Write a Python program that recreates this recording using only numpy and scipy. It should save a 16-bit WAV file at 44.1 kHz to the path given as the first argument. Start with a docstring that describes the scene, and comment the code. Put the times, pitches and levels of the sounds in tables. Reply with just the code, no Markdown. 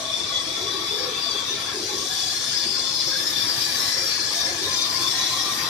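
"""In an open yard, a horizontal band saw works through a log, mostly to the left of a stereo microphone.
Teeth tear the wood (bands of noise) and shake the blade, which squeals in many wavering modes (noise-driven
resonances). The steel frame whines, groans, rattles and rumbles in the same ways. Behind it a slow
one-cylinder engine thumps through its exhaust pipe (kicks into ringing filters) and a wheel hums (sines)."""
import sys
import numpy as np
from scipy import signal
from scipy.io import wavfile

SR = 44100
rng = np.random.default_rng(int(sys.argv[2]) if len(sys.argv) > 2 else 0)


def log_audio(samples):
    """Write samples as a 16-bit WAV file to the path given in sys.argv[1]."""
    # one column per channel
    frames = np.atleast_2d(samples).T
    # limit to full scale, then quantise
    limited = np.clip(frames, -1, 1)
    pcm = np.round(limited * 32767).astype(np.int16)
    wavfile.write(sys.argv[1], SR, pcm)


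N = 250929  # length [samples]


def from_db(db):
    """Turn decibels into an amplitude factor."""
    return 10 ** (np.asarray(db) / 20)


def rms_one(x):
    """Scale a signal to an rms of 1."""
    return x / np.sqrt(np.mean(np.abs(x) ** 2) + 1e-20)


def mid_one(pair):
    """Scale a stereo pair so that the average of left and right has an rms of 1."""
    return pair / np.sqrt(np.mean(pair.mean(axis=0) ** 2) + 1e-20)


def in_time(rows):
    """Draw straight lines between the rows of a table whose first column is time."""
    time_s, *columns = np.transpose(rows)
    return [np.interp(np.arange(N) / SR, time_s, column) for column in columns]


def at_hz(points, hz):
    """Read a (pitch, value) table at any pitch, with straight lines on a log pitch scale."""
    table = np.array(points)
    return np.interp(np.log(hz), np.log(table[:, 0]), table[:, 1])


def drift(rate_hz):
    """Slow random wander with a spread of 1: coarse noise through two one-pole low-passes."""
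    step = 40  # samples between coarse points
    r = np.exp(-2 * np.pi * rate_hz * step / SR)
    noise = rng.standard_normal(N // step + 2002)
    slow = signal.lfilter([1], [1, -2 * r, r * r], noise)[2000:]  # drop the filter's start-up
    return np.interp(np.arange(N) / step, np.arange(len(slow)), rms_one(slow))


# How alike left and right are: (pitch [Hz], likeness [0 to 1])
LIKENESS = [(60, 0.99), (180, 0.84), (320, 0.93), (550, 0.38), (1650, 0.064), (4970, 0.015), (15000, 0.039)]
# How much louder left is than right: (pitch [Hz], left minus right [dB])
LEAN = [(60, 0.5), (300, 0.5), (700, 1.5), (1300, 3), (2200, 7.5), (2900, 0.5), (3500, 8), (4100, -0.5),
        (4800, 16), (5600, 5.5), (6400, 16), (7200, -7), (8300, -10), (10000, 2), (15000, -0.5)]


def stereo(mid, side, hz):
    """Mix two unrelated signals so that left and right are as alike and as uneven as at this pitch."""
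    alike = np.clip(at_hz(LIKENESS, hz), 0, 1)
    lean_db = at_hz(LEAN, hz)
    pair = np.sqrt(1 + alike) * mid + np.sqrt(1 - alike) * side * [[1], [-1]]
    return pair * from_db([[lean_db / 2], [-lean_db / 2]])


def banded_noise(spectrum, patchy_db, shared):
    """Noise in bands about a third of an octave wide, each with its own flicker on top of a shared one."""
    low_hz, high_hz = spectrum[0][0], min(spectrum[-1][0], .45 * SR)
    edges = np.geomspace(low_hz, high_hz, round(3 * np.log2(high_hz / low_hz)) + 1)
    white = rng.standard_normal((2, 2, N))
    out = 0
    for k, (low, high) in enumerate(zip(edges, edges[1:])):
        band = signal.butter(2, [low, high], "band", fs=SR, output="sos")
        mid, side = signal.sosfilt(band, white[k % 2])  # neighbouring bands use separate noise
        hz = np.sqrt(low * high)
        level_db = at_hz(spectrum, hz) + patchy_db * (shared + drift(12.6))
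        out = out + from_db(level_db) * stereo(mid, side, hz)
    return mid_one(out)


MODE_LIKENESS = 0.55  # a single mode reaches both channels at least this much alike


def resonance(hz, width_hz):
    """Noise-driven tone of wandering height and phase, mean square 2 over both channels; hz may move."""
    step = 16  # samples between coarse points
    r = np.exp(-np.pi * np.clip(width_hz, 5, 600) * step / SR)
    draw = rng.standard_normal((2, 2, N // step + 402))
    noise = draw[0] + 1j * draw[1]
    left, other = signal.lfilter([1], [1, -2 * r, r * r], noise)[:, 400:]  # drop the start-up
    centre_hz = np.mean(hz)
    near = np.clip(at_hz(LIKENESS, centre_hz), 0, 1)
    alike = np.clip(max(near, MODE_LIKENESS), 0, 1)
    # each mode has its own phase between left and right
    lag = np.exp(1j * np.pi * (1 - near) * rng.uniform(-0.8, 0.8))
    right = alike * lag * left + np.sqrt(1 - alike ** 2) * other
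    carrier = np.exp(2j * np.pi * np.cumsum(np.broadcast_to(hz, N)) / SR)
    at, grid = np.arange(N) / step, np.arange(len(left))
    pair = np.real([np.interp(at, grid, side) * carrier for side in (left, right)])
    lean_db = at_hz(LEAN, centre_hz)
    pair = pair * from_db([[lean_db / 2], [-lean_db / 2]])
    return pair / np.sqrt(np.mean(pair ** 2) / 2)


def small_modes(spectrum, low_hz, high_hz, count, width_share, flicker_db):
    """A crowd of lesser modes spread in pitch, each gliding, flaring up and fading by itself."""
    pitches = np.geomspace(low_hz, high_hz, count) * (1 + .01 * rng.standard_normal(count))
    out = 0
    for hz in pitches:
        level = from_db(at_hz(spectrum, hz) + flicker_db * drift(10.8)) * np.sqrt(hz)
        gliding = hz * (1 + .01 * drift(4.0))
        out = out + level * resonance(gliding, width_share * hz)
    return mid_one(out)


WAVER_SHARE, WAVER_HZ = 0.005, 5.0  # slow wander of a band's pitch: share of the pitch, rate
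JITTER_SHARE, JITTER_HZ = 0.004, 16.0  # quick skips of a band's pitch: share of the pitch, rate
FLUTTER_DB, FLUTTER_HZ = 1.3, 22.0  # quick flutter of a band's level, flaring or not


def flaring(bands, flares, base_db, flicker_db, rise_s):
    """Resonant bands that flicker at rest; each flare lifts the nearest band and pulls it to its own pitch."""
    t = np.arange(N) / SR
    nearest = [np.argmin([abs(np.log(hz / band[0])) for band in bands]) for _, _, hz, _ in flares]
    out = 0
    for k, (rest_hz, width_hz, rest_db) in enumerate(bands):
        power = from_db(base_db + rest_db + flicker_db * drift(6.8)) ** 2
        pull = power * rest_hz
        for (middle_s, length_s, hz, db), owner in zip(flares, nearest):
            if owner == k:
                shape = np.clip((length_s / 2 - np.abs(t - middle_s)) / rise_s + .5, 0, 1)
                lift = (from_db(db) * shape) ** 2
                power, pull = power + lift, pull + lift * hz
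        wander = WAVER_SHARE * drift(WAVER_HZ) + JITTER_SHARE * drift(JITTER_HZ)
        pitch = pull / power * (1 + wander)  # the louder part decides the pitch
        flutter = from_db(FLUTTER_DB * drift(FLUTTER_HZ))
        out = out + np.sqrt(power) * flutter * resonance(pitch, width_hz)
    return out


WHEEL_HZ = 28.21  # turns per second
# Wheel hum: (multiple of the turning rate, rms level [dB])
WHEEL_ORDERS = [(4, -58), (7, -61), (8, -65)]


def wheel():
    """A turning wheel hums steadily at multiples of its turning rate."""
    turn = 2 * np.pi * WHEEL_HZ * np.arange(N) / SR
    out = 0
    for order, db in WHEEL_ORDERS:
        out = out + np.sqrt(2) * from_db(db) * np.sin(order * turn + rng.uniform(0, 2 * np.pi))
    return out


FIRING_HZ, FIRST_FIRING_S = 7.424, 0.074  # firings per second, time of the first one heard
ENGINE_DB = -52  # rms level
# Thumps of each firing: (delay [s], relative level [dB])
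THUMPS = [(0, -2), (0.0306, 0)]
# Ringing modes of the exhaust pipe: (pitch [Hz], relative level [dB], time to fall by 60 dB [s])
EXHAUST = [(68, -9, 0.4), (94, 7, 0.13), (133, 2, 0.14), (163, -1, 0.2)]


def engine():
    """Every firing sends the same few thumps into the exhaust pipe's modes, a little uneven in strength."""
    # one second of run-in comes first and is cut off at the end
    firings = np.arange(-2, N / SR * FIRING_HZ) / FIRING_HZ + FIRST_FIRING_S + 1
    strength = from_db(rng.normal(0, 2.0, len(firings)))
    kicks = np.zeros(N + 2 * SR)
    for delay_s, level_db in THUMPS:
        kicks[np.round((firings + delay_s) * SR).astype(int)] += from_db(level_db) * strength
    soft = signal.butter(2, 300, fs=SR, output="sos")  # low-pass rounds off the kicks
    kicks = signal.sosfilt(soft, kicks + 1e-18)
    out = 0
    for hz, level_db, t60_s in EXHAUST:
        r = from_db(-60 / (t60_s * SR))
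        w = 2 * np.pi * hz / SR
        ring = signal.lfilter([0, np.sin(w)], [1, -2 * r * np.cos(w), r * r], kicks)
        out = out + from_db(level_db) * ring
    return from_db(ENGINE_DB) * rms_one(out[SR:SR + N])


# Machine rumble: (time [s], level [dB])
RUMBLE = [(0.0, -45.5), (0.4, -43.5), (1.0, -43.5), (1.6, -42.5), (2.1, -45.5), (2.6, -44), (3.1, -43),
          (3.4, -41.5), (3.9, -41.5), (4.4, -42), (4.9, -40.5), (5.45, -41.5), (5.69, -38)]
# Tone colour of rumble and rattle: (pitch [Hz], relative level per Hz [dB])
MACHINE = [(25, -34), (60, -14), (90, 4.5), (125, 8.5), (160, 2.5), (250, 4.5), (400, 0.5), (600, 0),
           (900, 2.5), (1400, 2), (2000, 0), (2400, 0), (2650, 2), (2900, -6), (3200, -20)]
# Hollow tones of the frame at rest: (pitch [Hz], resonance width [Hz], level [dB])
FRAME_TONES = [(325.8, 78, -53.5), (386, 110, -54), (515.5, 43, -63), (650, 88, -62.5), (1065, 43, -58),
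               (1125, 65, -56.5), (1698, 130, -57.5), (1900, 140, -58)]
# A frame tone swells: (middle time [s], length [s], pitch [Hz], level [dB])
SWELLS = [(0.07, 0.17, 653.4, -43), (0.08, 0.19, 1121, -44.5), (0.25, 0.85, 654, -50),
          (0.74, 1.36, 1125, -50), (0.332, 0.24, 1143, -43.5), (0.37, 0.1, 2030, -42.5),
          (0.454, 0.08, 323, -43), (0.617, 0.063, 673, -45), (0.712, 0.3, 388.4, -40),
          (0.776, 0.21, 1123, -40), (0.999, 0.076, 505.5, -41.5), (1.077, 0.066, 500, -38.5),
          (1.02, 0.12, 780, -48), (1.054, 0.29, 430.5, -41.5), (1.048, 0.13, 1697, -43.5),
          (1.107, 0.42, 1125, -45.5), (1.337, 0.0813, 391.7, -40.5), (1.414, 0.13, 1120, -41),
          (1.538, 0.099, 378.3, -42), (1.672, 0.065, 1096, -43.5), (1.714, 0.089, 1650, -40.5),
          (1.8, 0.15, 385, -38), (1.795, 0.086, 321, -42), (1.942, 0.095, 495, -45),
          (1.984, 0.16, 385, -40), (1.973, 0.15, 1115, -43), (2.125, 0.062, 1690, -42),
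          (3.089, 0.063, 340, -45.5), (2.406, 0.51, 1686, -46), (2.896, 0.51, 1061, -49.5),
          (3.146, 0.07, 1622, -37.5), (3.218, 0.091, 1659, -42), (3.398, 0.44, 1715, -43.5),
          (3.917, 0.2, 1984, -41), (3.259, 0.15, 330, -46), (4.024, 0.1, 530, -45),
          (4.487, 0.1126, 530, -43.5), (4.735, 0.165, 531.7, -47.5), (5.297, 0.42, 758, -48.5),
          (2.201, 0.31, 762, -50), (3.508, 0.15, 323.8, -46), (3.801, 0.057, 412, -45.5),
          (4.212, 0.063, 319.5, -42.5), (3.82, 0.16, 1117, -42), (3.946, 0.57, 1712, -42.5),
          (4.013, 0.09, 381.6, -48.5), (4.467, 0.29, 1722, -42.5), (4.459, 0.21, 707, -44),
          (4.677, 0.19, 1712, -45.5), (4.506, 0.087, 339.4, -43.5), (4.642, 0.096, 395.3, -40),
          (5.019, 0.086, 334, -47.5), (5.386, 0.06, 364, -43.5), (4.709, 0.091, 1043, -37.5),
          (4.71, 0.12, 1900, -49), (4.883, 0.098, 1138, -39), (5.078, 0.13, 1112, -40.5),
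          (5.38, 0.13, 1153, -40.5), (5.621, 0.11, 1190, -45), (5.018, 0.18, 1059, -39),
          (5.188, 0.14, 1836, -40.5), (5.208, 0.86, 1040, -44), (5.21, 1.23, 333.6, -50),
          (5.36, 0.11, 1054, -37.5), (5.476, 0.056, 365.3, -43.5), (5.488, 0.072, 1158, -34.5),
          (5.626, 0.13, 1863, -38.5), (5.666, 0.13, 1065, -39)]
# Steady frame modes: (pitch [Hz], resonance width [Hz], level [dB])
FRAME_MODES = [(264, 14, -61.5), (528.6, 14, -57), (1400, 83, -75), (1917, 45, -57), (2170, 120, -55.5),
               (2390, 92, -53)]
RATTLE_DB = 1.5  # rattle relative to rumble
SWELL_RISE_S = 0.0404  # a swell comes, and goes, within this time


def frame():
    """Shaken steel: groaning tones that swell, steady-pitched modes and a bed of rattle and rumble."""
    rumble_db = in_time(RUMBLE)[0]
    rumble = from_db(rumble_db) * banded_noise(MACHINE, patchy_db=3.0, shared=0.4 * drift(14.0))
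    crowd = small_modes(MACHINE, 450, 3150, count=33, width_share=0.04, flicker_db=5.0)
    rattle = from_db(rumble_db + RATTLE_DB) * crowd
    tones = flaring(FRAME_TONES, SWELLS, 0, flicker_db=2.5, rise_s=SWELL_RISE_S)
    steady = 0
    for hz, width_hz, db in FRAME_MODES:
        steady = steady + from_db(db + 3.5 * drift(3.4)) * resonance(hz, width_hz)
    return rumble + rattle + tones + steady


# Thin whines of blade and frame: (start [s], end [s], pitch [Hz], resonance width [Hz], level [dB])
WHINES = [(0.0, 1.75, 3470, 90, -39), (1.9, 3.3, 3519, 45, -41), (2.3, 3.35, 5185, 40, -39),
          (3.3, 5.69, 3530, 50, -45), (3.6, 4.7, 1705, 40, -48), (5.1, 5.69, 1900, 90, -45),
          (2.1, 4.5, 4500, 90, -41), (0.0, 2.1, 4530, 110, -46), (3.3, 5.69, 2375, 50, -50),
          (0.0, 2.0, 2320, 70, -53), (3.4, 4.5, 5250, 50, -40), (3.4, 4.5, 4690, 50, -41),
          (3.0, 5.69, 5569, 14, -45), (2.4, 5.69, 6730, 30, -55), (2.4, 5.69, 7227, 20, -58),
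          (2.0, 3.4, 6125, 40, -53)]
WHINE_RISE_S = 0.15  # fade time, centred on each start and end


def whines():
    """Each narrow resonance fades in, holds its pitch while its level flickers, and fades out."""
    t = np.arange(N) / SR
    out = 0
    for start_s, end_s, hz, width_hz, db in WHINES:
        fade = np.clip(np.minimum(t - start_s, end_s - t) / WHINE_RISE_S + .5, 0, 1)
        out = out + from_db(db + 2.5 * drift(6.5)) * fade * resonance(hz, width_hz)
    return out


def squeal(modes, bite):
    """Each blade mode is caught and let go by the wood on its own, and its pitch wavers with blade tension."""
    out = 0
    for hz, width_hz, level_db in modes:
        wavering = hz * (1 + 0.006 * drift(4.0))
        level = from_db(level_db + 2.9 * drift(17.0) + .5 * bite)
        out = out + level * resonance(wavering, width_hz)
    return mid_one(out)


# The cut: (time [s], lower blade modes [dB], upper blade modes [dB], tearing [dB], dust hiss [dB])
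CUT = [(0.0, -37, -45.5, -40.5, -55), (0.4, -38.5, -40, -40, -53), (0.95, -35.5, -42.5, -43, -50),
       (1.68, -38.5, -40, -41, -52.5), (1.9, -39.5, -38.5, -37, -47.5), (2.25, -40, -35, -36.5, -45.5),
       (2.5, -41, -35.5, -35.5, -47), (2.75, -49, -32.5, -38, -49), (3.05, -41, -35, -38.5, -46),
       (3.25, -37.5, -36.5, -39, -43), (3.5, -36.5, -33, -38, -41), (3.76, -34.5, -41, -36, -39),
       (3.88, -36, -33, -34.5, -40), (3.98, -40.5, -35.5, -37, -42), (4.25, -49, -30, -37, -46.5),
       (4.4, -36, -35.5, -36.5, -42), (4.55, -42.5, -34.5, -37.5, -46.5), (4.9, -42.5, -30.5, -37.5, -42.5),
       (5.26, -40, -33.5, -35.5, -43), (5.55, -36.5, -38.5, -37.5, -40), (5.69, -32.5, -37, -40.5, -41.5)]
# Lower and upper blade modes: (pitch [Hz], resonance width [Hz], relative level [dB])
LOWER_MODES = [(3265, 520, 21), (3763, 100, 16.5), (3520, 72, 11.5), (3730, 45, 7), (3716, 150, 22),
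               (3940, 28, 8)]
UPPER_MODES = [(4210, 130, 21), (4380, 40, 16), (4760, 150, 16), (4890, 130, 20), (5120, 43, 15.3),
               (4620, 68, 14), (5060, 93, 1.6), (5480, 74, 1.9), (5140, 65, 5.3), (5810, 420, 0.5)]
# Tone colour of tearing wood and of flying dust: (pitch [Hz], relative level per Hz [dB])
TEARING = [(1650, -44), (2800, 13.5), (3090, 25), (3480, -35.5), (3970, -4), (4630, -48), (5260, 11.5),
           (6530, 3.5), (7500, -0.5), (8300, -2.5), (9260, -4.5), (10300, -7), (11000, -50)]
DUST = [(8600, -14), (9400, 0.5), (10300, -3), (11700, 2.5), (13000, -7), (14300, -5), (15600, -8)]
# Squealing bands of the blade at rest:
# (pitch [Hz], resonance width [Hz], level against the average of the two blade-mode levels plus 1 dB [dB])
SQUEAL_BANDS = [(3240, 32, -18), (3386, 95, -10), (3575, 155, -8.5), (3670, 140, -17), (3986, 187, -5.5),
                (4230, 95, -29), (4396, 100, -10.5), (4600, 43, -14.5), (4720, 110, -8), (4840, 55, -15),
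                (5080, 73, -10), (5210, 82, -10), (5380, 59, -13.5), (5670, 28, -28.5), (5786, 44, -9.5),
                (5990, 57, -16.5), (6970, 49, -32)]
# The wood grips the blade and a band squeals up: (middle time [s], length [s], pitch [Hz], level [dB])
SQUEALS = [(0.199, 0.27, 3480, -33.5), (0.359, 0.072, 3400, -24), (0.504, 0.11, 3370, -36),
           (0.912, 0.14, 3473, -31.5), (0.915, 0.13, 5080, -38.5), (0.975, 0.22, 4670, -36.5),
           (1.025, 0.13, 5470, -35.5), (1.187, 0.11, 3520, -34.5), (1.273, 0.11, 4720, -30.5),
           (1.34, 0.1, 4620, -34), (1.372, 0.11, 3305, -31), (1.331, 0.19, 3520, -38.5),
           (1.487, 0.11, 3647, -31.5), (1.508, 0.049, 5930, -36), (1.663, 0.085, 3380, -34.5),
           (2.234, 0.2, 4760, -35), (2.257, 0.16, 3405, -34.5), (2.283, 0.069, 5120, -35),
           (2.483, 0.25, 3530, -37.5), (2.71, 0.24, 4720, -33), (2.711, 0.19, 5120, -32.5),
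           (2.842, 0.18, 3520, -33.5), (3.061, 0.27, 4884, -37), (2.548, 0.17, 4760, -37),
           (2.931, 0.23, 5300, -35), (3.038, 0.27, 4410, -37), (3.051, 0.2, 4970, -33.5),
           (3.093, 0.082, 5400, -31), (2.671, 0.12, 4600, -40), (2.592, 0.16, 5040, -31.5),
           (3.217, 0.22, 5250, -35), (3.451, 0.23, 5480, -35.5), (0.758, 0.43, 3400, -38.5),
           (3.17, 0.1, 3576, -32.5), (3.397, 0.12, 3570, -30.5), (3.406, 0.093, 4900, -32),
           (3.58, 0.21, 5210, -38), (3.611, 0.29, 4720, -32), (3.807, 0.17, 5255, -32),
           (3.835, 0.19, 3970, -39), (3.986, 0.23, 4720, -35.5), (3.953, 0.12, 5390, -34.5),
           (4.044, 0.16, 5560, -32.5), (4.18, 0.13, 4600, -38), (4.196, 0.18, 4230, -38),
           (4.194, 0.1, 5120, -31), (4.374, 0.17, 4720, -33), (4.408, 0.14, 5380, -32),
           (4.428, 0.17, 3664, -35), (4.66, 0.062, 3693, -28.5), (4.786, 0.16, 6020, -36),
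           (4.813, 0.1, 3670, -30.5), (4.754, 0.14, 5060, -37.5), (4.88, 0.29, 5000, -35.5),
           (4.991, 0.17, 4600, -37.5), (5.081, 0.059, 3540, -25), (5.151, 0.25, 5380, -35.5),
           (5.21, 0.061, 6080, -30), (5.292, 0.25, 3960, -32), (5.26, 0.1, 3470, -36),
           (5.396, 0.14, 3330, -35), (5.441, 0.088, 3930, -36.5), (4.703, 0.19, 4600, -52.5),
           (5.434, 0.097, 5270, -37.5), (5.623, 0.11, 4764, -33.5)]
SQUEAL_RISE_S = 0.0892  # a squeal comes, and goes, within this time
SCRAPE_DB = 3.5  # scraping modes relative to tearing
CUTTING_LOW_HZ = 3400  # blade modes, tearing and scraping are high-passed here
SQUEAL_LOW_HZ = 3170  # the flaring squeals are high-passed here


def blade():
    """Squeals, tearing, scraping and dust hiss; the teeth's uneven bite stirs blade modes, tearing and dust."""
    lower_db, upper_db, tearing_db, dust_db = in_time(CUT)
    bite = drift(27.0)
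    rest_db = (lower_db + upper_db) / 2 + 1.0
    squeals = flaring(SQUEAL_BANDS, SQUEALS, rest_db, flicker_db=3.0, rise_s=SQUEAL_RISE_S)
    lower = from_db(lower_db) * squeal(LOWER_MODES, bite)
    upper = from_db(upper_db) * squeal(UPPER_MODES, bite)
    tearing = from_db(tearing_db) * banded_noise(TEARING, patchy_db=2.5, shared=0.25 * bite)
    crowd = small_modes(TEARING, 3200, 10000, count=36, width_share=0.035, flicker_db=3.5)
    scrape = from_db(tearing_db + SCRAPE_DB) * crowd
    dust = from_db(dust_db) * banded_noise(DUST, patchy_db=2.0, shared=0.2 * bite)
    bright = signal.butter(6, CUTTING_LOW_HZ, "high", fs=SR, output="sos")
    edge = signal.butter(8, SQUEAL_LOW_HZ, "high", fs=SR, output="sos")
    cutting = signal.sosfilt(bright, lower + upper + tearing + scrape)
    return signal.sosfilt(edge, squeals) + cutting + dust


def scene():
    """Add up all sources, from the background to the blade."""
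    return wheel() + engine() + frame() + whines() + blade()


MIC_LOW_HZ, CUTOFF_HZ = 56.4, 15600  # lower and upper limits of the sound


def record(dry):
    """The microphone loses the deep bass; the top is cut steeply."""
    bass_cut = signal.butter(4, MIC_LOW_HZ, "high", fs=SR, output="sos")
    top_cut = signal.ellip(14, .5, 85, CUTOFF_HZ, fs=SR, output="sos")
    return signal.sosfilt(top_cut, signal.sosfilt(bass_cut, dry))


dry = scene()
out = record(dry)
log_audio(out)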